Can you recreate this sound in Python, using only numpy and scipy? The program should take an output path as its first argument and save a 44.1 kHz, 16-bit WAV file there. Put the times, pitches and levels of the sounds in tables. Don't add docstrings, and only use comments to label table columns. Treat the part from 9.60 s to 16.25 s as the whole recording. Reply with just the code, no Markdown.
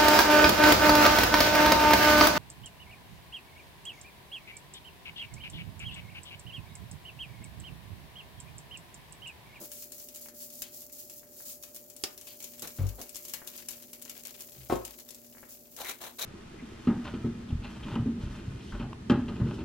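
import sys
import numpy as np
from scipy import signal
from scipy.fft import rfft, irfft, next_fast_len
from scipy.io import wavfile
from scipy.ndimage import map_coordinates

SR = 44100
rng = np.random.default_rng(int(sys.argv[2]) if len(sys.argv) > 2 else 0)


def write(x):
    x = np.atleast_2d(x).T
    wavfile.write(sys.argv[1], SR, np.round(np.clip(x, -1, 1) * 32767).astype(np.int16))


N = 293265


def amp(db):
    return 10 ** (np.asarray(db) / 20)


def unit(x):
    return x / np.sqrt(np.mean(x ** 2) + 1e-20)


def along(points, hz):
    point_hz, values = np.transpose(points)
    return np.interp(np.log(hz + 1), np.log(point_hz + 1), values)


def curve(rows):
    return np.interp(np.arange(N) / SR, *np.transpose(rows))


def wobble(rate_hz):
    knots = rng.standard_normal(int(N * rate_hz / SR) + 4)
    return map_coordinates(knots, [np.arange(N) * rate_hz / SR])


def fade(t, t60_s):
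    return np.exp(-np.log(1000) * t / max(t60_s, 1e-4))


def onset(t, rise_s):
    return 1 - np.exp(-t / rise_s)


def add(track, time_s, sound):
    start = round(time_s * SR)
    track[..., start:start + sound.shape[-1]] += sound[..., :N - start]


def colour(x, spectrum, size=2048):
    gain = unit(amp(along(spectrum, np.fft.rfftfreq(size, 1 / SR))))
    cepstrum = irfft(np.log(gain))
    cepstrum[1:size // 2] *= 2
    cepstrum[size // 2 + 1:] = 0
    impulse = irfft(np.exp(rfft(cepstrum)))
    return signal.fftconvolve(x, impulse[None], axes=1)[:, :N]


def pan(db):
    return amp(np.array([[db], [-db]]) / 2)


def noise(coherence, size=N):
    shared = np.sqrt(coherence) * rng.standard_normal(size)
    return shared + np.sqrt(1 - coherence) * rng.standard_normal((2, size))


def crackle(rate_hz, spread_db, t60_s):
    hits = rng.random(N) < rate_hz / SR
    sizes = hits * amp(spread_db * np.clip(rng.standard_normal(N), -2, 2))
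    power = signal.fftconvolve(sizes ** 2, fade(np.arange(SR // 10) / SR, t60_s) ** 2)[:N]
    return unit(np.sqrt(np.abs(power)) * noise(0.093))


def swells(rows, rise_share, release_s):
    power, t = np.zeros(N), np.arange(SR // 2) / SR
    for start_s, length_s, db in rows:
        release = np.exp(-np.maximum(t - length_s, 0) / release_s)
        add(power, start_s, (onset(t, rise_share * length_s) * release * amp(db)) ** 2)
    return np.sqrt(power)


def resonances(modes, coherence):
    size = next_fast_len(N, True)
    hz, out = np.fft.rfftfreq(size, 1 / SR), np.zeros((2, N))
    for centre_hz, width_hz, db in modes:
        band = rfft(noise(coherence, size)) / (1 + (2 * (hz - centre_hz) / width_hz) ** 2)
        out += amp(db) * unit(irfft(band, size)[:, :N])
    return out


def ring(modes, t, attack_s, scatter_db=0, phase=0):
    out = np.zeros(len(t))
    for k, (hz, db, t60_s) in enumerate(modes):
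        gain = (-1) ** k * amp(db + scatter_db * rng.standard_normal())
        out += gain * fade(t, t60_s) * np.sin(2 * np.pi * hz * t + phase)
    return out * onset(t, attack_s)


# (time [s], level [dB])
SEEP = [(0, -49.5), (.65, -55.5), (.72, -59), (.8, -50.5), (1.22, -54), (1.29, -55.5), (1.4, -51.5),
        (1.69, -57.5), (2.0, -53), (2.25, -55), (2.83, -51.5), (5.4, -54), (5.62, -56.5), (6.65, -59)]
# (start [s], length [s], level [dB])
PUFFS = [(.01, 0.045, -47), (.11, .13, -45.5), (.32, 0.13, -48.5), (.54, 0.037, -46.5), (.606, 0.053, -46),
         (.74, 0.046, -49.5), (.801, 0.044, -44.5), (.922, 0.088, -46), (1.12, 0.11, -46.5),
         (1.318, 0.054, -46.5), (1.382, 0.018, -44.5), (1.512, 0.085, -50), (1.76, 0.081, -46.5),
         (1.851, 0.08, -42.5), (2.145, 0.012, -43.5), (5.89, 0.053, -47.5)]
# (frequency [Hz], density [dB])
FIZZ_SPECTRUM = [(700, -39), (1400, -49), (2800, -34), (4400, -6), (6000, -2.5), (7200, 1), (8600, -7),
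                 (12000, 3.5), (15500, 4.5)]
PUFF_RISE_SHARE, PUFF_RELEASE_S = 0.044, 0.03


def steam():
    seep = amp(curve(SEEP) + 2.5 + dip_db() + 1.4 * wobble(12))
    flow = np.hypot(seep, swells(PUFFS, PUFF_RISE_SHARE, PUFF_RELEASE_S))
    froth = amp(-1) * noise(0.026) + amp(-5) * crackle(rate_hz=600, spread_db=6, t60_s=0.002)
    flutter = amp(1.1 * wobble(90))
    fizz = flow * flutter * colour(froth, FIZZ_SPECTRUM) * pan(1)
    coarse = colour(noise(0.027), [(1500, -28), (4000, -17), (7000, -11.5), (9500, -13)])
    return fizz + amp(-4) * flow ** 2 / flow.max() * coarse


def dip_db(depth_db=2.5, length_s=0.065):
    t, bursts_s = np.arange(N) / SR, np.sort([row[0] for row in BIG_POPS])
    wait_s = np.append(bursts_s, 2 * t[-1])[np.searchsorted(bursts_s, t)] - t
    return -depth_db * np.exp(-(1 - 2 * wait_s / length_s) ** 2)


# (time [s], level [dB])
BOIL = [(0.0, -66), (1.28, -94.5), (1.75, -87.5), (2.9, -76), (3.36, -69.5), (5.23, -66), (5.6, -78),
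        (6.1, -74)]
# (frequency [Hz], density [dB])
BODY_SPECTRUM = [(120, -47), (400, 2.5), (1300, -3.5), (2600, 2), (5200, 0), (9000, -3)]


def simmer():
    boil = amp(curve(BOIL) + 8.5 + dip_db() + 3 * wobble(6))
    ticks = amp(3.5) * colour(crackle(rate_hz=40, spread_db=4, t60_s=0.004), FIZZ_SPECTRUM) * pan(4)
    churn = colour(crackle(rate_hz=69, spread_db=3, t60_s=0.08), BODY_SPECTRUM) * pan(8)
    return boil * (ticks + churn)


# (shaft harmonic, level [dB])
HUM = [(1, -78.5), (2, -78), (4, -68), (6, -76)]
# (centre [Hz], width [Hz], level [dB])
DUCT_MODES = [(254, 22, -70.5), (367, 38, -72)]
# (frequency [Hz], density [dB])
AIR_SPECTRUM = [(20, -13), (55, -4), (170, -1), (300, 1), (650, -3), (950, -16.5), (2000, -22),
                (16000, -31)]
SHAFT_HZ, WHINE_DB, WHINE_FALL_DB_PER_S = 59.22, -60.5, 1.36


def fan():
    angle = 2 * np.pi * np.cumsum(SHAFT_HZ * (1 + 0.00041 * wobble(4.5))) / SR
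    hum = sum(amp(db + 3.14 * wobble(2.614)) * np.sin(harmonic * angle + rng.uniform(0, 2 * np.pi))
              for harmonic, db in HUM)
    whine = amp(WHINE_DB - WHINE_FALL_DB_PER_S * np.arange(N) / SR + wobble(3.6)) * np.sin(10 * angle)
    air = amp(-63) * colour(noise(0.36), AIR_SPECTRUM)
    return np.sqrt(2) * (hum + whine) + resonances(DUCT_MODES, coherence=0.96) + air


# (start [s], length [s], level [dB], resonance [Hz], resonance re stroke [dB])
STROKES = [(0, 0.029, -55.5, 412, 5.5), (3.019, 0.033, -45.5, 340, -3), (3.378, 0.031, -50.5, 447, 3),
           (6.17, 0.034, -45, 716, -8.5), (6.2, 0.017, -41, 710, -4.5), (6.234, 0.038, -42, 2060, -4.5),
           (6.278, 0.029, -39, 2280, -10), (6.401, 0.048, -43, 670, -7.5), (6.458, 0.019, -44.5, 850, -8),
           (6.584, 0.014, -38.5, 3960, -14), (6.608, 0.027, -36.5, 3870, -8)]
# (centre [Hz], width [Hz], level [dB])
RUB_MODES = [(2320, 290, -11), (3920, 670, -6.5), (6040, 630, -8.5)]
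# (frequency [Hz], density [dB])
SLIP_SPECTRUM = [(100, -38), (350, -0.5), (1700, -1.5), (2400, -8), (4000, -2), (4800, -12), (6500, -10),
                 (9000, -8.5), (15500, -5.5)]


def rustle(rise_share=0.19, release_s=0.031, width_hz=660):
    pressure = swells([row[:3] for row in STROKES], rise_share, release_s)
    squeaks = np.zeros((2, N))
    for start_s, length_s, db, hz, ring_db in STROKES:
        stroke = swells([(start_s, length_s, db + ring_db)], rise_share, release_s)
        squeaks += stroke * resonances([(hz, width_hz, 0)], coherence=0.68)
    slips = colour(crackle(rate_hz=1500, spread_db=3, t60_s=0.012), SLIP_SPECTRUM)
    catches = colour(crackle(rate_hz=300, spread_db=3, t60_s=0.015), SNAP_SPECTRUM)
    hard_rub = resonances(RUB_MODES, coherence=0.23) + amp(-0.5) * catches
    friction = pressure * (slips + pressure / pressure.max() * hard_rub)
    return (friction + squeaks) * pan(0.81)


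# (time [s], collapse peak [dB], tear level [dB], body weight [dB])
BIG_POPS = [(0.1179, -23.5, -33.5, -21), (0.3211, -26, -32, -27), (0.487, -28.5, -33.5, -36),
            (0.5599, -27.5, -35.5, -21), (1.0207, -16.5, -24, -23), (2.0365, -29, -34, -17),
            (2.1632, -26.0, -34, -27), (2.301, -28, -37, -40), (2.3652, -24.5, -36, -44),
            (2.613, -30, -37, -21), (2.6712, -31.5, -42.5, -7), (2.8046, -31.5, -35, -20),
            (2.8427, -22, -29.5, -33), (2.9955, -24, -35, -40), (3.0222, -24.0, -26, -23),
            (3.0745, -26.5, -31.5, -15), (3.2905, -25.0, -37, -18), (3.4155, -25, -28.5, -25),
            (3.4937, -26.5, -34, -37), (3.5579, -20.0, -33, -22), (3.5662, -21.5, -31, -25),
            (3.697, -22, -33, -35), (3.7376, -13, -25, -15), (3.8748, -22, -29.5, -18.5),
            (4.087, -13.5, -26.5, -21), (4.1083, -20, -31, -28), (4.3326, -23.5, -33.5, -19),
            (4.4239, -25.0, -34, -34), (4.4969, -24.0, -29.5, -22), (4.6527, -22, -31, -22.5),
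            (4.8075, -29.0, -31.5, -20), (5.2514, -20.5, -30.5, -21), (5.5074, -29.0, -34.5, -37),
            (5.5471, -28.0, -37.5, -48)]
# (frequency [Hz], density [dB])
SNAP_SPECTRUM = [(400, -4), (1500, -19), (2800, -8.5), (5000, 0), (7300, 5), (8800, -6), (11500, 5),
                 (16000, -2)]
TEAR_LEAD_S, RATTLE_DB, RATTLE_T60_S = 0.0013, -10, 0.052
AFTER_SNAP_MAX_S, AFTER_SNAP_DB = 0.0037, -12.5


def pops():
    snaps, bodies, spikes = np.zeros((3, 2, N))
    t = np.arange(SR // 6) / SR
    for time_s, collapse_db, tear_db, body_db in [*BIG_POPS, *small_pops()]:
        pan_db = 1.5 + 2 * rng.standard_normal()
        tear = fade(t, 0.011) * onset(t, 0.0013) * noise(0.13, len(t)) * pan(1.75 * pan_db)
        rattle = fade(t, RATTLE_T60_S) * onset(t, 0.0028) * noise(0, len(t)) * pan(pan_db)
        burst = tear + amp(RATTLE_DB) * rattle
        add(snaps, time_s - TEAR_LEAD_S, amp(tear_db + 2) * burst)
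        add(bodies, time_s - TEAR_LEAD_S, amp(tear_db + body_db + 14) * burst)
        spike = collapse()
        add(spikes, time_s - spike.shape[1] / 2 / SR, amp(collapse_db) * spike)
        after_s = time_s + AFTER_SNAP_MAX_S * rng.random()
        add(spikes, after_s, amp(collapse_db + AFTER_SNAP_DB) * collapse())
    return colour(snaps, SNAP_SPECTRUM) + colour(bodies, BODY_SPECTRUM) + spikes


def small_pops(rate_hz=9, spread_db=11, db_per_seep_db=0.48):
    slots = np.arange(1, int(rate_hz * N / SR))
    jitter, size, body = rng.uniform(0, 1, (len(slots), 3)).T
    time_s = (slots + jitter) / rate_hz
    seep_db = curve(SEEP)
    lull_db = seep_db[(time_s * SR).astype(int)] - seep_db.max()
    tear_db = -40 + db_per_seep_db * lull_db + spread_db * (2 * size - 1)
    body_db = -32 + 8 * (2 * body - 1)
    return np.column_stack([time_s, tear_db + 1, tear_db, body_db])


def collapse(median_hz=11200, decay_s=0.00009):
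    t = np.arange(-40, 40) / SR
    hz = median_hz * np.exp(0.38 * rng.standard_normal())
    return -np.cos(2 * np.pi * hz * t) * np.exp(-np.abs(t) / decay_s) * amp([[0], [-12]])


# (time [s], level [dB])
PLIPS = [(0.6605, -39), (0.686, -41), (1.632, -44.5), (1.804, -41.5), (3.818, -35.5), (3.825, -39),
         (3.865, -45), (4.459, -40), (5.75, -43), (5.771, -41), (5.782, -43), (5.83, -36.5), (5.836, -39)]
# (frequency [Hz], level [dB], t60 [s])
PLIP_MODES = [(540, 1, 0.003), (2040, -0.5, 0.0034)]


def plips():
    out, t = np.zeros(N), np.arange(SR // 50) / SR
    for time_s, db in PLIPS:
        pitch_ratio = np.exp(0.13 * rng.standard_normal())
        add(out, time_s, amp(db) * ring(PLIP_MODES, pitch_ratio * t, attack_s=0.00016))
    return out * pan(3.7)


# (start [s], length [s], level [dB])
SQUIRTS = [(1.025, 0.032, -60), (2.672, 0.037, -60)]


def squirts():
    hiss = resonances([(3150, 900, -0.5), (4550, 870, 0)], coherence=1)
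    return swells(SQUIRTS, rise_share=0.034, release_s=0.033) * hiss * pan(2.3)


# (time [s], level [dB], left-right [dB])
TAPS = [(2.4378, -20.5, -4), (2.4412, -28, 8)]
# (frequency [Hz], density [dB])
TAP_SPECTRUM = [(120, -10), (400, 2), (750, 3.5), (1100, -5.5), (1600, -3), (2700, -0.5), (3600, -2),
                (5200, 7.5), (7400, 1), (9500, -3.5), (16000, -8)]


def taps(ring_hz=372, ring_db=-11.5, ring_t60_s=0.039):
    clicks, pot, t = np.zeros((2, N)), np.zeros(N), np.arange(SR // 8) / SR
    decay = fade(t, 0.0075) + amp(-13) * fade(t, 0.07) + amp(-26) * fade(t, 0.24)
    for time_s, db, pan_db in TAPS:
        add(clicks, time_s, amp(db) * decay * noise(0.21, len(t)) * pan(pan_db))
        add(pot, time_s, amp(db + ring_db) * fade(t, ring_t60_s) * np.sin(2 * np.pi * ring_hz * t))
    return colour(clicks, TAP_SPECTRUM) + pot


# (time [s], level [dB], boom pitch [Hz], clatter weight [dB], rise [s])
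THUDS = [(3.185, -25, 95, -17.5, 0.011), (3.228, -31, 99.7, -20, .01), (4.96, -41.5, 129, -22, 0.053)]
# (ratio to boom pitch, level [dB], t60 [s])
THUD_MODES = [(.53, -13, 0.39), (1, 1, 0.19), (1.42, -3.5, .13), (2.55, -6.5, 0.088)]
# (frequency [Hz], density [dB])
CLATTER_SPECTRUM = [(60, 2.5), (330, 8.5), (1000, -2), (1700, -9), (4000, -16), (9000, -22.5)]


def thuds():
    boom, clatter = np.zeros((2, 2, N))
    t = np.arange(SR // 2) / SR
    for time_s, db, pitch_hz, clatter_db, rise_s in THUDS:
        modes = [(ratio * pitch_hz, mode_db, t60_s) for ratio, mode_db, t60_s in THUD_MODES]
        add(boom, time_s, amp(db + 15) * ring(modes, t, attack_s=0.053) * onset(t, rise_s))
        shake = fade(t, 0.42) * onset(t, 0.00029) * noise(1, len(t))
        add(clatter, time_s, amp(db + clatter_db) * shake)
    return (boom + colour(clatter, CLATTER_SPECTRUM)) * pan(2.1)


# (time [s], level [dB], low-mode weight [dB])
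KNOCKS = [(5.098, -25.5, -20), (5.109, -30, -30), (5.122, -23.5, 1.5), (5.158, -37, 0)]
# (frequency [Hz], level [dB], t60 [s])
WOOD_MODES = [(54.7, -19, 0.44), (107.6, -19.5, 0.39), (244, 3, 0.061), (359, 4.5, 0.11), (485, -1, 0.079),
              (536, -11.5, 0.3), (710, -0.5, 0.039), (815, -10, 0.1), (938, -8, 0.055), (1082, -8.5, 0.079),
              (1286, -17.5, 0.12)]


def knocks():
    wood, clatter = np.zeros((2, 2, N))
    t = np.arange(SR // 2) / SR
    for time_s, blow_db, low_db in KNOCKS:
        modes = [(hz, db + low_db / (1 + (hz / 450) ** 4), t60_s) for hz, db, t60_s in WOOD_MODES]
        side_modes = [(hz, db - 4.5 - 14 / (1 + (hz / 380) ** 6), t60_s) for hz, db, t60_s in modes]
        mid = ring(modes, t, attack_s=0.00098, scatter_db=2)
        side = ring(side_modes, t, attack_s=0.001, scatter_db=2.5, phase=np.pi / 2)
        add(wood, time_s, amp(blow_db) * np.array([mid + side, mid - side]))
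        add(clatter, time_s, amp(blow_db - 7) * fade(t, 0.18) * noise(0.87, len(t)))
    return (wood + colour(clatter, CLATTER_SPECTRUM)) * pan(0.6)


def whistle(start_s=6.0, length_s=0.14, db=-65, start_hz=13400, climb_hz_per_s=12000):
    hz = start_hz + climb_hz_per_s * (np.arange(N) / SR - start_s) + 190 * wobble(700)
    jet = swells([(start_s, length_s, db)], PUFF_RISE_SHARE, PUFF_RELEASE_S)
    return jet * np.sin(2 * np.pi * np.cumsum(hz) / SR)


# (frequency [Hz], t60 [s])
ROOM_DECAY = [(100, 0.095), (1000, 0.42), (6000, 0.14), (15000, 0.11)]


def kitchen_echo(x):
    hz, t, bins = signal.stft(rng.standard_normal((2, SR // 2)), SR, nperseg=256)
    decay = np.exp(-np.log(1000) * t / along(ROOM_DECAY, hz)[:, None])
    tail = signal.istft(bins * decay, SR, nperseg=256)[1]
    return signal.fftconvolve(x, tail / np.linalg.norm(tail[0]), axes=1)[:, :N]


def scene():
    bubbles = pops() + plips()
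    bumps = knocks() + thuds() + taps()
    room = amp(-2) * kitchen_echo(bubbles) + amp(-7.5) * kitchen_echo(bumps)
    return bubbles + bumps + room + steam() + simmer() + squirts() + rustle() + fan() + whistle()


# (frequency [Hz], left-right [dB])
PORT_BALANCE = [(500, 0.5), (3000, 6), (8000, 3.5), (14000, -1.5)]
BAND_LIMIT_HZ = 16000


def record(dry):
    size = next_fast_len(N + SR // 2)
    hz = np.fft.rfftfreq(size, 1 / SR)
    balance = amp(np.outer([1, -1], along(PORT_BALANCE, hz)) / 2)
    return irfft(rfft(dry, size) * balance * (hz < BAND_LIMIT_HZ), size)[:, :N]


dry = scene()
out = record(dry)
write(out)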